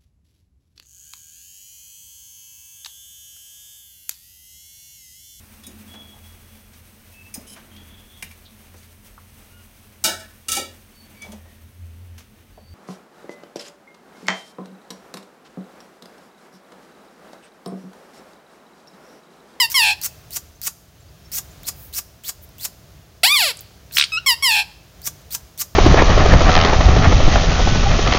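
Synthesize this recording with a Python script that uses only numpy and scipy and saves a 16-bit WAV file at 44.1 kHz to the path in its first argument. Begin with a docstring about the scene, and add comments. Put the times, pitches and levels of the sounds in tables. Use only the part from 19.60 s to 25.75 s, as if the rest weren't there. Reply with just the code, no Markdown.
"""A parakeet in a wire cage, close by in a small, faintly rumbling room. It opens with two shrill falling
calls, a buzzing syrinx shaped by throat and beak; the longer one breaks into a flutter as it sinks.
Kiss-like smacks follow, each a tick, a rising crackly squeeze and a pop, with faint far-off chirps and
soft rustles between. A screech arches up and down, then come dry beak ticks, a short rattle and a peep.
The pair of falling calls returns, and three more smacks close the scene."""
import sys
import numpy as np
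from scipy import signal
from scipy.fft import rfft, irfft
from scipy.io import wavfile
from scipy.ndimage import uniform_filter1d

SR = 44100
rng = np.random.default_rng(int(sys.argv[2]) if len(sys.argv) > 2 else 0)


def dump_mix(stems):
    """Bounce the given channels to the path in sys.argv[1] as a 16-bit WAV at rate SR."""
    frames = np.atleast_2d(stems).T  # one column per channel
    limited = np.clip(frames, -1, 1)  # hard clip at full scale
    pcm = np.round(limited * 32767).astype(np.int16)
    wavfile.write(sys.argv[1], SR, pcm)


N = 271215
CUTOFF_HZ = 15900


def from_db(db):
    """Decibels to gain."""
    return 10 ** (np.asarray(db) / 20)


def rms_one(x):
    """Scale to unit power."""
    return x / np.sqrt(np.mean(x ** 2) + 1e-20)


def ramp(x):
    """Rise from 0 to 1 and stay there."""
    return np.clip(x, 0, 1)


def bell(x, width):
    """Bell curve of height 1 around zero."""
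    return np.exp(-.5 * (x / width) ** 2)


def cycle(hz):
    """Running phase of a moving frequency."""
    return 2 * np.pi * np.cumsum(hz) / SR


def wander(count, rate_hz):
    """Smooth random modulation of unit power, up to the given rate."""
    low_pass = signal.butter(2, min(rate_hz, SR / 3), fs=SR, output="sos")
    return rms_one(signal.sosfilt(low_pass, rng.standard_normal(2 * count))[count:])


def at_hz(curve, hz):
    """Read an EQ curve in dB on a log-frequency axis."""
    freq_hz, db = np.transpose(curve)
    return np.interp(np.log(hz + 0.0014), np.log(freq_hz), db)


def colour(x, curve):
    """Minimum-phase EQ along the given curve."""
    size = 16384
    gain = from_db(at_hz(curve, np.fft.rfftfreq(size, 1 / SR)))
    cepstrum = irfft(np.log(gain))
    cepstrum[1:size // 2] *= 2
    cepstrum[size // 2 + 1:] = 0
    return signal.fftconvolve(x, irfft(np.exp(rfft(cepstrum))))[:len(x)]


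def low_cut(x, hz):
    """Steep high-pass."""
    return signal.sosfilt(signal.butter(4, hz, "high", fs=SR, output="sos"), x)


def rumble(level_db=-47, low_cut_hz=46, sway_db=1.48):
    """Room tone: a bed of low noise whose level sways gently."""
    # room tone spectrum: freq_hz, level_db
    rumble_eq = [(15, 10), (25, -7), (70, 0.5), (175, -8.5), (223, -17), (439, -18), (516, -20),
                 (641, -16.5), (863, -24.5), (1290, -24.5), (1940, -27.5), (6560, -28.5), (7920, -36.5),
                 (13600, -35), (16000, -32.5)]
    bed = rms_one(low_cut(colour(rng.standard_normal(N), rumble_eq), low_cut_hz))
    return bed * from_db(level_db + sway_db * wander(N, 1.0))


def room(x, early_db=-11, early_t60_s=0.11, tail_db=-23, tail_t60_s=0.68):
    """Near surfaces echo at once, then the walls scatter a short tail."""
    # near reflections: delay_s, level_db
    echoes = [(.0023, -21.5), (.0053, -21.5), (.0087, -18.5)]
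    # tone of the reverb: freq_hz, gain_db
    reverb_eq = [(300, -2.5), (1000, 6.5), (2600, -1), (5000, 5), (8000, 0), (16000, 1.5)]
    age = np.arange(int(.8 * SR)) / SR
    response = 0
    for db, t60 in [(early_db, early_t60_s), (tail_db, tail_t60_s)]:
        scatter = rng.standard_normal(len(age)) * from_db(-60 * age / t60) * ramp(age / 0.00072)
        response = response + from_db(db) * scatter / np.linalg.norm(scatter)
    response = colour(response, reverb_eq)
    for delay, db in echoes:
        response[int(delay * SR)] += from_db(db)
    return x + signal.fftconvolve(x, response)[:N]


def chirps(width_s=0.0045, waver=0.017):
    """Small birds far away: short wavering whistles."""
    # distant whistles: centre_s, pitch_hz, level_db
    whistles = [(.96, 6400, -52), (1.41, 7240, -54), (1.49, 4920, -56), (1.66, 5470, -48.5),
                (1.915, 7150, -49.5)]
    t = np.arange(N) / SR
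    phase_per_hz = cycle(1 + waver * wander(N, 76))
    return sum(from_db(db) * bell(t - s, width_s) * np.sin(hz * phase_per_hz) for s, hz, db in whistles)


def rustles():
    """Soft bright swells of friction noise."""
    # rustle swells: centre_s, width_s, level_db
    swells = [(2.229, 0.047, -41), (2.835, 0.01, -41)]
    t = np.arange(N) / SR
    envelope = sum(from_db(db) * bell(t - s, width) for s, width, db in swells)
    friction = colour(rng.standard_normal(N), [(1000, -33), (5000, -16), (9000, 1), (14000, 12)])
    return envelope * rms_one(friction)


def beak_ticks(decay_s=0.0023, width_hz=1500):
    """Light dry ticks of the beak, each a brief band of noise."""
    # ticks: start_s, level_db, pitch_hz
    hits = [(2.89, -43, 13000), (3.971, -26.5, 8870), (3.992, -32, 6970), (4.008, -24.5, 13660),
            (4.311, -31, 2640), (5.616, -46, 6850)]
    out, age = np.zeros(N), np.arange(SR // 20) / SR
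    for start, db, hz in hits:
        band = np.sin(2 * np.pi * hz * age) * wander(len(age), width_hz)
        i = int(start * SR)
        out[i:i + len(age)] += from_db(db) * np.exp(-age / decay_s) * band
    return out


def crackle(per_s, spread_db, hiss):
    """Tiny wet snaps of uneven size in a hiss of air."""
    snaps = (rng.random(N) < per_s / SR) * rng.choice([-1, 1], N)
    sizes = from_db(spread_db * np.minimum(rng.exponential(1, N), 4))
    return rms_one(rms_one(snaps * sizes) + hiss * rng.standard_normal(N))


def smacks(tick_decay_s=.001, climb_hz=3080, climb_s=.036, pop_rise_s=0.0058, fall_s=0.0051,
           crack_s=0.00032, crack_growth=1.6, usual_pop_db=-21, squeak_db=-43):
    """A seal parts with a tick, air crackles through as a small cavity shrinks and squeaks, then it pops."""
    # smacks: start_s, release_s, tick_db, squeeze_db, swell_db, pop_db, cavity_start_hz
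    kisses = [(0.101, 0.129, -22, -22, 5, -33.5, 4306), (0.415, 0.461, -24, -19.5, 6, -23, 4187),
              (0.707, 0.769, -28.5, -29.5, 6, -21, 3226), (1.016, 1.075, -23.5, -27.5, 2.5, -18, 3900),
              (1.717, 1.787, -27, -22.5, 2, -23, 4394), (2.033, 2.088, -31, -27, 23, -19.5, 2790),
              (2.327, 2.388, -39, -22.5, 8, -21.5, 3313), (2.637, 2.695, -33, -28.5, 3.5, -22.5, 2585),
              (2.983, 3.055, -37, -27.5, 10.5, -22, 2392), (4.319, 4.385, -44, -21, 10, -21.5, 3304),
              (5.418, 5.475, -34.5, -25.5, 19, -20, 3700), (5.706, 5.751, -43, -26, 3, -20, 3510),
              (5.977, 6.018, -30, -21, 9, -19.5, 3310)]
    # tone of the tick and squeeze: freq_hz, gain_db
    squeeze_eq = [(500, -39), (1500, -13), (3500, -13), (6000, -4.5), (9000, -4), (12000, -6.5),
                  (15000, 4.5), (16500, -18)]
    # tone of the pop: freq_hz, gain_db
    pop_eq = [(150, -66), (400, -19), (900, -11), (2500, -6), (4500, -5), (7000, 4.5), (10000, -3.5),
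              (13000, 2), (16500, -58)]
    t = np.arange(N) / SR
    tick, squeeze, pop, thup, squeak, cavity_hz, opening = np.zeros((7, N))
    for start, release, tick_db, squeeze_db, swell_db, pop_db, start_hz in kisses:
        i = slice(int(start * SR), int((release + 0.082) * SR))
        age, after = t[i] - t[i][0], t[i] - release
        progress = ramp(age / (release - start))
        cavity_hz[i] = start_hz + climb_hz * (1 - np.exp(-age / climb_s))
        opening[i] = ramp(after / 0.022 + .4)
        tick[i] = from_db(tick_db) * np.exp(-age / tick_decay_s)
        squeak[i] = np.interp(progress, [0, .2, .4, .8], [0, 1, 1, 0])
        contour_db = [-swell_db - 8.5, -swell_db, 0, (pop_db - squeeze_db) / 2]
        flow_db = squeeze_db + np.interp(progress, [0, .3, .7, 1], contour_db)
        squeeze[i] = from_db(flow_db) * np.exp(-np.maximum(after, 0) / fall_s)
        attack = np.exp(np.minimum((after + 0.0023) / pop_rise_s, 0))
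        decay = np.exp(-np.maximum(after - .002, 0) / fall_s)
        # the release is a crack, far sharper in a hard pop
        crack_db = pop_db + crack_growth * (pop_db - usual_pop_db)
        crack = from_db(crack_db) * (after >= 0) * np.exp(-np.abs(after) / crack_s)
        pop[i] = from_db(pop_db) * attack * decay + crack
        thup[i] = from_db(pop_db) * bell(after - .003, 0.0036)
    click = from_db(7) * tick * rng.standard_normal(N)
    fizz = from_db(1) * squeeze * crackle(per_s=2500, spread_db=4.0, hiss=0.54)
    burst = from_db(.5) * pop * crackle(per_s=4600, spread_db=5.5, hiss=1.0)
    # a clear squeak at first, breaking up into a noisy whistle
    whistle = from_db(squeak_db) * squeak * (1 + 0.74 * wander(N, 280))
    whistle += from_db(-8) * squeeze * wander(N, 400)
    whistle *= np.sin(cycle(cavity_hz * (1 + 0.05 * wander(N, 640))))
    # the cavity's note drops as it opens
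    hollow = from_db(-14) * thup * np.sin(cycle(2400 * 0.36 ** opening)) * wander(N, 900)
    stray_snaps = from_db(-6) * squeeze * crackle(per_s=160, spread_db=1.7, hiss=.05)
    return colour(click + fizz + stray_snaps, squeeze_eq) + colour(burst, pop_eq) + whistle + hollow


def rattle(start_s=4.3686, count=6, flicks_per_s=73, flick_s=.0044, low_hz=1200, high_hz=4700,
           level_db=-4, crest_s=.027, crest_width_s=0.033, ring_db=-13, ring_decay_s=.006):
    """The syrinx opens in brief bursts, each sweeping quickly upward and leaving the throat ringing."""
    # the throat's ring after each flick: freq_hz, gain_db
    ring_eq = [(600, -40), (1200, -31), (1800, -9), (2600, 12), (3700, 7), (5200, 15), (6500, 1), (9000, 5),
               (12000, -33)]
    out, age = np.zeros(N), np.arange(SR // 30) / SR
    for delay in np.arange(count) / flicks_per_s:
        length = flick_s * (1 + 0.24 * rng.uniform(-1.05, 1))
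        progress = ramp(age / length)
        sweep_hz = low_hz + (high_hz - low_hz) * progress
        phase = cycle(sweep_hz * (1 + .11 * wander(len(age), 1700)))
        envelope = 2.47 * progress ** 0.81 * np.sqrt(1 - progress)
        shudder = 1 + 0.36 * wander(len(age), 700)
        flick = envelope * shudder * (np.sin(phase) + from_db(-17) * np.sin(2 * phase))
        ring = from_db(ring_db) * rms_one(colour(rng.standard_normal(len(age)), ring_eq))
        ring *= progress * np.exp(-np.maximum(age - length, 0) / ring_decay_s)
        accent = from_db(level_db) * bell(delay - crest_s, crest_width_s)
        i = int((start_s + delay) * SR)
        out[i:i + len(age)] += accent * (flick + ring)
    # so small a throat radiates no bass
    return low_cut(out, 1150)


def note_times(start, end):
    """Sample times of a note and its release."""
    return np.arange(max(int(start * SR), 0), int((end + .06) * SR)) / SR


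def mix_harmonics(gains, waves):
    """Sum harmonics at a steady power, whatever their balance."""
    power = uniform_filter1d((gains ** 2).sum(0), size=400) / 2
    return (gains * waves).sum(0) / np.sqrt(power + 1e-9)


def syrinx(t, end, pitch, level_db, bright_db, beak_hz, beak_db, rough, strain=0,
           flutter_hz=90.3, flutter_swing=0.068, flicker=0.64, hiss=0.36, beak_width_hz=420,
           dull_db=0, fundamental_db=0, attack_s=0.0015, release_s=0.0022):
    """The syrinx buzzes at an unsteady pitch; its harmonics slide through throat and beak resonances."""
    # throat resonances, the body of the voice: freq_hz, gain_db
    throat_eq = [(400, -15), (600, -8), (850, -12), (1300, -11), (1700, -7.5), (2200, -3.5), (2650, -0.5),
                 (3200, -3.5), (3800, -10.5), (4500, -14), (5300, -17.5), (6200, -14)]
    # high overtones, its bright edge: freq_hz, gain_db
    edge_eq = [(6000, -1.5), (7200, 11), (8400, 11), (9400, 0.5), (11000, 15.5), (12700, 0), (14200, 10.5),
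               (16000, -1)]
    # rasp of air in a rough note: freq_hz, gain_db
    rasp_eq = [(900, -46), (1800, -3), (2600, 0.5), (3400, 10), (4400, -12), (5300, 17), (6200, -14),
               (12000, -25)]
    count, rough = len(t), ramp(rough)
    depth = flutter_swing * strain * (1 + 0.3 * wander(count, 56))
    flutter = depth * np.sin(cycle(flutter_hz * (1 + .15 * wander(count, 65))))
    jitter = (0.0027 + 0.02 * rough) * wander(count, 800)
    pitch = pitch * (1 + flutter) * (1 + jitter)
    harmonics = np.arange(1, 36)[:, None]
    hz = harmonics * np.abs(pitch)
    # the higher a harmonic, the less steadily it keeps step with the rest
    slip_depth = flicker * np.sqrt(rough) * np.minimum(hz / 6000, 1.3) ** 2
    slip = slip_depth * np.array([wander(count, 260) for _ in harmonics])
    waves = np.sin(harmonics * cycle(pitch) + slip + rng.uniform(0, 2 * np.pi, harmonics.shape))
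    crossover = ramp((hz - 5700) / 600)
    beak = beak_db * bell(hz - beak_hz, beak_width_hz)
    # in the flutter the throat tightens onto one piercing resonance and the fundamental grows
    focus = 6 * strain * bell(hz - 2620, 300)
    root = (fundamental_db + 4 * strain) * (harmonics == 1)
    body_gains = (1 - crossover) * from_db(at_hz(throat_eq, hz) + beak + focus + root)
    # soft or strained notes lose their highest overtones
    db_per_octave = dull_db + 0.34 * (-14 - level_db) + 5 * strain
    sparkle_db = 4.2 * np.array([wander(count, 38) for _ in harmonics])
    edge_db = at_hz(edge_eq, hz) - db_per_octave * np.log2(hz / 6000) + sparkle_db
    edge_gains = crossover * (hz < CUTOFF_HZ) * from_db(edge_db)
    # air escapes in a puff on each cycle
    puffs = rng.standard_normal(count) * (1 + np.cos(cycle(pitch)))
    rasp = from_db(-10) * rough * rms_one(colour(puffs, rasp_eq))
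    breath = hiss * rough * rms_one(colour(puffs, [(4500, -22)] + edge_eq))
    body = mix_harmonics(body_gains, waves) + rasp
    edge = mix_harmonics(edge_gains, waves) + breath
    shimmer = from_db(-0.67 * wander(count, 100))
    gate = ramp((t - t[0]) / attack_s) * np.exp(-np.maximum(t - end, 0) / release_s)
    out = np.zeros(N)
    out[np.rint(t * SR).astype(int)] = (body + from_db(bright_db) * edge) * shimmer * gate * from_db(level_db)
    return out


def peep(start_s=4.519, end_s=4.588, pitch_hz=1283.5, upturn_s=.021, upturn_hz=195):
    """A soft clean note that holds its pitch, then swells and loses its overtones as it turns up."""
    t = note_times(start_s, end_s)
    onset = ramp(1 - (t - start_s) / .014)
    turn = ramp(1 + (t - end_s) / upturn_s)
    level_db = -21 - 6 * onset + 4.5 * bell(turn - .52, 0.22) - 4 * turn ** 3
    closing_db = 16 * ramp(2 * turn)
    return syrinx(t, end_s, pitch_hz + upturn_hz * turn, level_db, bright_db=-19 - closing_db,
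                  beak_hz=5000, beak_db=7 - closing_db, beak_width_hz=650, rough=0.011, dull_db=22)


def screech(pure_from_hz=1060, pure_over_hz=170, rough_below_hz=340, burst_s=.015):
    """A harsh burst that clears as the pitch climbs, is purest at the top and coarsens on the way down."""
    # arch of the screech: time_s, pitch_hz, level_db
    arch = [(3.632, 605.5, -10), (3.648, 788, -11.5), (3.662, 914, -12.5), (3.69, 1093, -16.5),
            (3.738, 1245, -11.5), (3.782, 1023, -16), (3.834, 688.4, -16), (3.882, 548.4, -20),
            (3.917, 431.4, -27.5)]
    times, hz, db = np.transpose(arch)
    t = note_times(times[0], times[-1])
    pitch = uniform_filter1d(np.interp(t, times, hz), size=700, mode="nearest")
    pure = ramp((pitch - pure_from_hz) / pure_over_hz)
    rough = rough_below_hz / pitch * (1 - 0.59 * pure) + np.exp(-(t - times[0]) / burst_s)
    # at the top the beak resonance is lower and milder, and the fundamental thins
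    beak_hz, beak_db = 4550 - 700 * pure, 13 - 7 * pure
    fundamental_db = 3.5 - 7.5 * ramp((pitch - 700) / 500)
    bright_db = -7 - 7 * pure
    return syrinx(t, times[-1], pitch, np.interp(t, times, db), bright_db, beak_hz, beak_db, rough,
                  hiss=.5, flicker=.55, attack_s=.003, beak_width_hz=600, fundamental_db=fundamental_db)


def falling_calls(flutter_below_hz=906, flutter_onset_hz=26.7, bloom_hz=1010, rise_s=0.014, fade_s=0.042,
                  sag_db_per_s=10.5, dull_db_per_s=46.5, catch_s=0.016):
    """Shrill calls: the beak resonance sinks with the pitch, and the long ones end in a rough flutter."""
    # calls in short-long pairs: start_s, end_s, level_db, top_hz, low_hz, sink_s
    cries = [(-0.024, 0.063, -13, 1128, 906, .039), (0.142, 0.337, -13.5, 1109, 843.5, 0.057),
             (4.661, 4.743, -12.5, 1114, 911.6, .042), (4.824, 5.029, -14, 1115, 839.7, 0.063)]
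    out = np.zeros(N)
    for start, end, db, top_hz, low_hz, sink_s in cries:
        t = note_times(start, end)
        age = t - start
        s_curve = np.exp(-np.abs(age / sink_s) ** 1.8)
        pitch = low_hz + (top_hz - low_hz) * s_curve
        strain = ramp((flutter_below_hz - pitch) / flutter_onset_hz)
        onset, fading = ramp(1 - age / rise_s), ramp(1 + (t - end) / fade_s)
        # the call blooms as its pitch passes the throat's best note
        bloom = bell(pitch - bloom_hz, 25)
        level_db = db - 7 * onset + 1.5 * bloom - sag_db_per_s * age - 11.5 * fading ** 2
        bright_db = -7 - dull_db_per_s * age
        beak_hz = 5000 + 4.8 * (pitch - bloom_hz)
        beak_db = 11 + 7 * bloom - 6 * ramp((age - .11) / 0.21)
        # the voice catches roughly before it settles
        rough = 0.19 + 0.26 * np.exp(-age / catch_s) + 0.38 * strain
        out += syrinx(t, end, pitch, level_db, bright_db, beak_hz, beak_db, rough, strain)
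    return out


def scene(voice_db=-1):
    """The parakeet and the distant chirps share the room's reverb, over the rumble."""
    voice = from_db(voice_db) * (falling_calls() + screech() + peep())
    parakeet = voice + rattle() + smacks() + beak_ticks() + rustles()
    bed = rumble()
    return (room(parakeet + chirps()) + bed)[None]


def record(dry):
    """Peaks clip at full scale and a steep low-pass trims the top."""
    low_pass = signal.ellip(10, .1, 70, CUTOFF_HZ, fs=SR, output="sos")
    return signal.sosfilt(low_pass, np.clip(dry, -1, 1))


dry = scene()
out = record(dry)
dump_mix(out)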